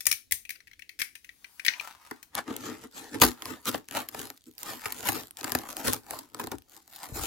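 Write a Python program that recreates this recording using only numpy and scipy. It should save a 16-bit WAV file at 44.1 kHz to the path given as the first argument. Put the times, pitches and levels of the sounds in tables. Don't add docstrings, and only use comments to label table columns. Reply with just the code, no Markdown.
import sys
import numpy as np
from scipy import signal
from scipy.fft import rfft, irfft
from scipy.io import wavfile
from scipy.ndimage import uniform_filter1d

SR = 44100
rng = np.random.default_rng(int(sys.argv[2]) if len(sys.argv) > 2 else 0)


def transcribe(signal):
    frames = np.atleast_2d(signal).T
    limited = np.clip(frames, -1, 1)
    pcm = np.round(limited * 32767).astype(np.int16)
    wavfile.write(sys.argv[1], SR, pcm)


N = 320166
T = np.arange(N) / SR
CONTACT_S, PIERCE_S = 2.33, 3.2


def cutting():
    fibre_gain, flap_gain, box_gain, grit = pushes()
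    breaks = crackle(rate=1600, scatter_db=8.5, even_s=0.035)
    drive = np.sqrt(grit) * breaks + np.sqrt(1 - grit) * rng.standard_normal(N)
    cut, cracks = fracture(drive * fibre_gain, grit)
    rasp = flap_rasp(drive * flap_gain)
    boom = box_boom(drive * box_gain)
    return (spread(cut, near_db=3, near_ms=1.0, room_db=-19, pan_db=1.8)
            + spread(cracks, near_db=6.5, near_ms=1.0, room_db=-18.5, pan_db=2.3)
            + spread(rasp, near_db=1.5, near_ms=2.8, room_db=-16, pan_db=3.0)
            + spread(boom, near_db=-2.5, near_ms=3.5, room_db=-11.5, pan_db=1.5))


# peak time in seconds, rise and fall in ms, levels of fibres, flap and
# box in dB, grit from 0 (gliding in tape) to about 1 (tearing through board).
BLADE_STROKES = [(2.384, 42, 31, -36, -31, -37.5, 0.55), (2.492, 39, 132, -48, -40, -34, 0.55),
                 (2.661, 104, 150, -40, -41, -35.5, 0.5), (2.843, 57, 35, -47.5, -49, -41.5, 0.6),
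                 (2.973, 56, 190, -42.5, -46, -48, .25), (3.146, 34, 65, -41, -39, -30, 0.71),
                 (3.226, 21.4, 68, -18, -23.5, -18.5, 0.87), (3.502, 130, 100, -45.5, -42, -43.5, 0.32),
                 (3.685, 31.3, 19, -24, -28.5, -30, 0.62), (3.746, 75, 51, -40, -40, -38, .8),
                 (3.967, 49.5, 71, -33.5, -28.5, -36.5, 0.83), (4.201, 104, 124, -42.5, -43, -43.5, .78),
                 (4.475, 19, 36, -57, -66, -48, 0.71), (4.605, 29, 35, -43, -58, -65, 0.59),
                 (4.699, 95, 108, -39.5, -37.5, -45, 0.32), (4.864, 112, 120, -41.5, -41.5, -57, 0.91),
                 (4.99, 99, 95, -42, -50, -49, 0.86), (5.085, 75, 36, -30.5, -30.5, -35, 0.7),
                 (5.159, 160, 95, -35.5, -37, -38, 0.69), (5.39, 20, 97, -43.5, -47, -54.5, 1),
                 (5.458, 82, 380, -43.5, -38.5, -47, 0.86), (5.565, 67, 55, -59, -57, -43, 1.1),
                 (5.712, 48, 33, -37.5, -44, -49, 1.08), (5.8, 58, 39, -41, -38, -42, 0.3),
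                 (5.877, 47, 42, -25.5, -27.5, -26, 0.66), (5.933, 34, 48, -31.5, -36, -35.5, 0.95),
                 (6.133, 90, 120, -44.5, -42.5, -44.5, 0.41), (6.422, 81, 62, -44, -40.5, -38.5, 1.07),
                 (6.533, 40, 31, -52, -44.5, -37.5, 0.49), (6.761, 94, 70, -53, -56, -65, 0.92),
                 (6.961, 110, 89, -47.5, -55.5, -66, 0.83), (7.039, 59, 60, -43, -46, -60, 0.68),
                 (7.1, 58, 79, -49, -53, -48, 0.69), (7.161, 30, 120, -36.5, -41, -40, 0.38),
                 (7.25, 72, 94, -31, -36, -38, 0.77)]


def pushes():
    fibre, flap, box, grit = np.zeros((4, N))
    for s, rise, fall, fibre_db, flap_db, box_db, rough in BLADE_STROKES:
        force = swell(s, rise, fall)
        power = (undb(fibre_db) * force) ** 2
        fibre += power
        grit += rough * power
        flap += (undb(flap_db) * force) ** 2
        box += (undb(box_db) * swell(s, rise, fall * 0.94)) ** 2
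    return np.sqrt(fibre), np.sqrt(flap), np.sqrt(box), np.clip(grit / (fibre + 1e-30), 0, 1)


# frequency in Hz, level in dB.
FIBRE_SPECTRUM = [(700, -14.5), (2000, -4), (3000, -2), (3900, 0.5), (4900, 1), (5600, -1.5), (6300, -1),
                  (7200, 1.5), (8500, -1.5), (10500, 1), (12500, 1.5), (14000, 1), (16000, -6.5)]
# frequency in Hz, bandwidth in Hz, level in dB.
BLADE_MODES = [(7900, 750, 0)]


def fracture(drive, grit):
    fibre = colour(FIBRE_SPECTRUM)
    edge = facets(drive)
    tearing = through(surface_scrape(edge, 8700, "low"), fibre)
    singing = undb(-14) * through(edge * (1 - grit), ring(BLADE_MODES))
    cracks = snaps(fibre) + tape_ticks(fibre)
    return tearing + singing, cracks


# frequency in Hz, bandwidth in Hz, level in dB.
FLAP_MODES = [(590, 180, -9.5), (759, 100, -3), (924, 300, 0), (1085, 126, -2), (1210, 220, -2),
              (1580, 280, -4), (1727, 217, -1.5), (2206, 4200, -3.5)]


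def flap_rasp(drive, limp_span_s=(4.95, 6.44), limp_hz=910):
    flap = ring(FLAP_MODES)
    stiff = through(drive, flap) + snaps(flap, thump=True)
    dull = signal.sosfilt(signal.butter(1, limp_hz, fs=SR, output="sos"), stiff)
    freed = np.interp(T, limp_span_s, [0, 1])
    return (1 - freed) * stiff + freed * undb(4.5) * dull


# frequency in Hz, bandwidth in Hz, level in dB.
BOX_MODES = [(67.5, 28, -13), (118, 38, -8), (243, 39.4, 0), (298.3, 55.5, 2.5), (347.3, 40, -2),
             (421.7, 39, -3.5), (517, 160, -12)]


def box_boom(drive):
    box = ring(BOX_MODES)
    return through(surface_scrape(drive, 230, "high"), box) + undb(-5) * snaps(box, thump=True)


# start in seconds, decay in ms, crack in dB, thump in dB.
TAPE_SNAPS = [(2.111, 1.15, -44, -32.5), (2.352, 0.6, -31, -39), (2.565, .19, -36, -69),
              (3.216, 3.9, -16, -14), (3.233, 3.3, -22, -17), (3.422, 0.33, -38.5, -45.5),
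              (3.456, 0.28, -37.5, -40.5), (3.656, 0.22, -35, -42.5), (3.744, 2.5, -53, -27.5),
              (3.886, 0.49, -44, -52), (3.911, .44, -41.5, -42), (4.087, 2.6, -38, -48),
              (4.146, 2.3, -43, -37), (4.193, 0.92, -38, -58), (4.302, 0.16, -39, -46),
              (4.581, .27, -41.5, -72), (4.631, 1.3, -34.5, -51), (4.857, 3, -34, -31),
              (4.922, 2.8, -30.5, -52), (5.087, 3, -27, -25.5), (5.271, .3, -52, -85),
              (5.309, 0.37, -45, -65), (5.371, 0.18, -41.5, -60), (5.411, .23, -40, -49),
              (5.443, 2.6, -32.5, -32), (5.52, 0.15, -28.5, -32.5), (5.55, 2.2, -24.5, -22.5),
              (5.587, 1.5, -34, -59), (5.768, 0.082, -33, -46), (5.933, 0.21, -25.5, -47),
              (6.108, 0.6, -33.5, -39), (6.189, 2.9, -38, -45), (6.346, 0.31, -39.5, -41.5),
              (6.396, 3.8, -36, -31), (6.471, 0.68, -39, -36.5), (6.516, 3.8, -35.5, -35),
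              (6.584, 0.33, -51, -58), (7.032, 0.37, -41, -51)]


def snaps(response, thump=False):
    s, ms, crack_db, thump_db = np.transpose(TAPE_SNAPS)
    return blows(s, ms, thump_db if thump else crack_db, response)


def tape_ticks(response, count=256, per_s=57, decay_ms=0.26):
    s = CONTACT_S + np.cumsum(rng.exponential(1 / per_s, count))
    db = -64 + 2.5 * rng.standard_normal(count)
    return blows(np.minimum(s, N / SR), np.full(count, decay_ms), db, response)


def facets(x, shared=0.51):
    return x * (np.sqrt(shared) + np.sqrt(1 - shared) * rng.choice([-1, 1], (2, N)))


def surface_scrape(x, hz, kind):
    weak = signal.sosfilt(signal.butter(1, hz, kind, fs=SR, output="sos"), x)
    return np.where(T < PIERCE_S, weak, x)


# drop time in seconds, lead of
# the lift in ms, lift relative to the drop in dB, shell level in dB, blade level in dB.
DETENT_NOTCHES = [(0.067, 12, -15.5, -27, -18.5), (0.126, 12.3, 4.5, -33, -27),
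                  (0.321, 11, -14.5, -32, -20), (0.504, 11.8, -2, -37.5, -36.5), (0.996, 6, -7.5, -37, -32),
                  (1.017, 14, -9.5, -26, -28), (1.663, 14, -6.5, -26, -27.5), (1.682, 6.4, -20, -18.5, -40)]
# start in seconds, shell level in dB, blade level in dB.
SLIDER_TICKS = [(0.006, -49.5, -35), (0.451, -46, -53), (0.793, -50, -54), (0.821, -46, -58),
                (0.892, -42, -48.5), (1.153, -45.5, -45), (1.245, -50.5, -52.5), (1.291, -46, -61),
                (1.444, -44.5, -58.5), (1.596, -38, -49), (1.736, -37, -67), (1.797, -35.5, -50),
                (2.228, -56, -47)]
# frequency in Hz, bandwidth in Hz, level in dB.
SHELL_MODES = [(1712, 600, -9), (1988, 260, -1), (2278, 170, -0.5), (2463, 305, -1.5), (3380, 480, -11.5),
               (4110, 490, -12), (5780, 810, -12)]
# frequency in Hz, level in dB.
BLADE_SPECTRUM = [(60, -15), (250, -18), (900, -21), (2500, -6.5), (4700, -5), (6000, -2), (7800, -7),
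                  (9800, -0.5), (12000, -3.5), (16000, -4)]


def slider(creep_count=7):
    drops = [(s, shell, blade) for s, _, _, shell, blade in DETENT_NOTCHES]
    lifts = [(s - ms / 1000, shell + db, blade + db) for s, ms, db, shell, blade in DETENT_NOTCHES]
    creep = [(s, -54, -64) for s in rng.uniform(0.55, 0.75, creep_count)]
    jumps, ticks = drops + lifts, SLIDER_TICKS + creep
    s, shell_db, blade_db = np.transpose(jumps + ticks)
    knock_ms, chatter_ms = np.full(len(s), 1.5), [3.2] * len(jumps) + [3.7] * len(ticks)
    shell = blows(s, knock_ms, shell_db, ring(SHELL_MODES))
    hiss = undb(-62) * swell(1.58, rise_ms=704, fall_ms=554.5) * rng.standard_normal(N)
    bright = colour(BLADE_SPECTRUM)
    treble = blows(s, chatter_ms, blade_db, bright) + through(hiss, bright)
    left, right = (spread(shell, near_db=0, near_ms=4.5, room_db=-12, pan_db=10)
                   + spread(treble, near_db=8, near_ms=2.3, room_db=-9, pan_db=7.5))
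    return np.array([left, np.pad(right, (22, 0))[:N]])


# peak time in seconds, rise in ms, fall in ms, level in dB.
SLEEVE_SWEEPS = [(1.451, 220, 350, -70.5), (1.85, 196, 123, -43.5), (2.058, 96, 230, -53.5)]
# frequency in Hz, level in dB.
CLOTH_SPECTRUM = [(60, -22.5), (500, -12.5), (950, 2.5), (1400, -1.5), (3000, -9), (5500, -12), (8000, -14),
                  (16000, -16.5)]


def sleeve():
    speed = sum(undb(db) * swell(s, rise, fall) for s, rise, fall, db in SLEEVE_SWEEPS)
    rub = through(crackle(rate=5000, scatter_db=10.5, even_s=0.044) * speed, colour(CLOTH_SPECTRUM))
    return spread(rub, near_db=2.5, near_ms=10, room_db=-15, pan_db=3)


# start in seconds, decay in ms, level in dB.
HANDLING_THUMPS = [(0.07, 60, -52), (0.321, 19, -47.5), (3.224, 35, -34), (5.869, 27, -37),
                   (6.53, 25, -47.5), (7.121, 50, -33), (7.199, 29, -36)]


def handling():
    s, ms, level_db = np.transpose(HANDLING_THUMPS)
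    boom = blows(s, ms, level_db, ring([(55, 18, -3.5), (92, 52, -3.0)]))
    return spread(boom, near_db=-16, near_ms=5, room_db=-19, pan_db=7)


# frequency in Hz, level in dB.
ROOM_SPECTRUM = [(25, -2), (60, 8), (160, -4), (280, 1), (500, -12), (1000, -23.5), (4000, -11.5),
                 (16000, -20.5)]


def hush():
    air = through(rng.standard_normal(N), colour(ROOM_SPECTRUM, size=4096))
    return undb(-70.5) * spread(air, near_db=-2.5, near_ms=4, room_db=-4.5, pan_db=0)


def spread(x, near_db, near_ms, room_db, pan_db, size=4096, tail_size=16384, t60_s=0.22):
    hop = size // 2
    window = np.sin(np.pi * np.arange(size) / size)
    stereo = np.pad(np.broadcast_to(x, (2, N)), ((0, 0), (hop, size)))
    frames = np.lib.stride_tricks.sliding_window_view(stereo, size, axis=-1)[:, ::hop] * window
    t = T[:size // 4]
    near = unit(rng.standard_normal((2, frames.shape[1], len(t))) * np.exp(-1000 * t / near_ms))
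    pieces = signal.fftconvolve(frames, near, axes=-1)
    scatter = np.zeros((2, N + 3 * size))
    for k in range(frames.shape[1]):
        scatter[:, k * hop:k * hop + pieces.shape[-1]] += pieces[:, k]
    t = T[:tail_size]
    build_up = np.minimum(t / 0.0095, 1) ** 2
    walls = unit(rng.standard_normal((2, tail_size)) * undb(-60 * t / t60_s) * build_up)
    close = (x + undb(near_db) * scatter[:, hop:hop + N]) / np.hypot(1, undb(near_db))
    balance = undb(np.array([[pan_db], [-pan_db]]) / 2)
    return (close + undb(room_db) * through(x, walls)) * balance


def blows(times, decays_ms, levels_db, response, size=4096):
    out, t = np.zeros(N + size), T[:size]
    slips = rng.standard_normal((len(times), size))
    for s, ms, db, slip in zip(times, decays_ms, levels_db, slips):
        burst = slip * np.exp(-1000 * t / max(ms, .1))
        start = max(int(s * SR), 0)
        out[start:start + size] += undb(db) * np.sqrt(SR / 100) * unit(through(burst, response)[0])
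    return out[:N]


def crackle(rate, scatter_db, even_s):
    hits = rng.random(N) < rate / SR
    impulses = hits * undb(scatter_db * rng.standard_normal(N)) * rng.choice([-1, 1], N)
    power = uniform_filter1d(impulses ** 2, int(even_s * SR))
    return impulses / np.sqrt(np.maximum(power, 1e-6))


def swell(s, rise_ms, fall_ms):
    ms = 1000 * (T - s)
    away = np.maximum(-ms / rise_ms, ms / fall_ms)
    gain, near = np.zeros(N), away < 10
    gain[near] = undb(-20 * away[near] ** 1.36)
    return gain


def ring(modes, size=4096):
    t = T[:size]
    return unit(sum((-1) ** k * undb(db) * unit(np.exp(-np.pi * width * t) * np.sin(2 * np.pi * hz * t))
                    for k, (hz, width, db) in enumerate(modes)))


def colour(points, size=1024):
    hz, db = np.transpose(points)
    bins = np.maximum(np.fft.rfftfreq(size, 1 / SR), 1)
    magnitude = undb(np.interp(np.log(bins), np.log(hz), db))
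    cepstrum = irfft(np.log(magnitude))
    cepstrum[1:size // 2] *= 2
    cepstrum[size // 2 + 1:] = 0
    return unit(irfft(np.exp(rfft(cepstrum))))


def through(x, response):
    return signal.fftconvolve(np.atleast_2d(x), np.atleast_2d(response), axes=-1)[:, :np.shape(x)[-1]]


def undb(db):
    return 10 ** (np.asarray(db) / 20)


def unit(x):
    return x / np.sqrt(np.sum(x ** 2, axis=-1, keepdims=True))


def scene():
    return slider() + sleeve() + cutting() + handling() + hush()


def record(dry, top_hz=16000):
    return signal.sosfilt(signal.ellip(8, .2, 70, top_hz, fs=SR, output="sos"), np.clip(dry, -1, 1))


dry = scene()
out = record(dry)
transcribe(out)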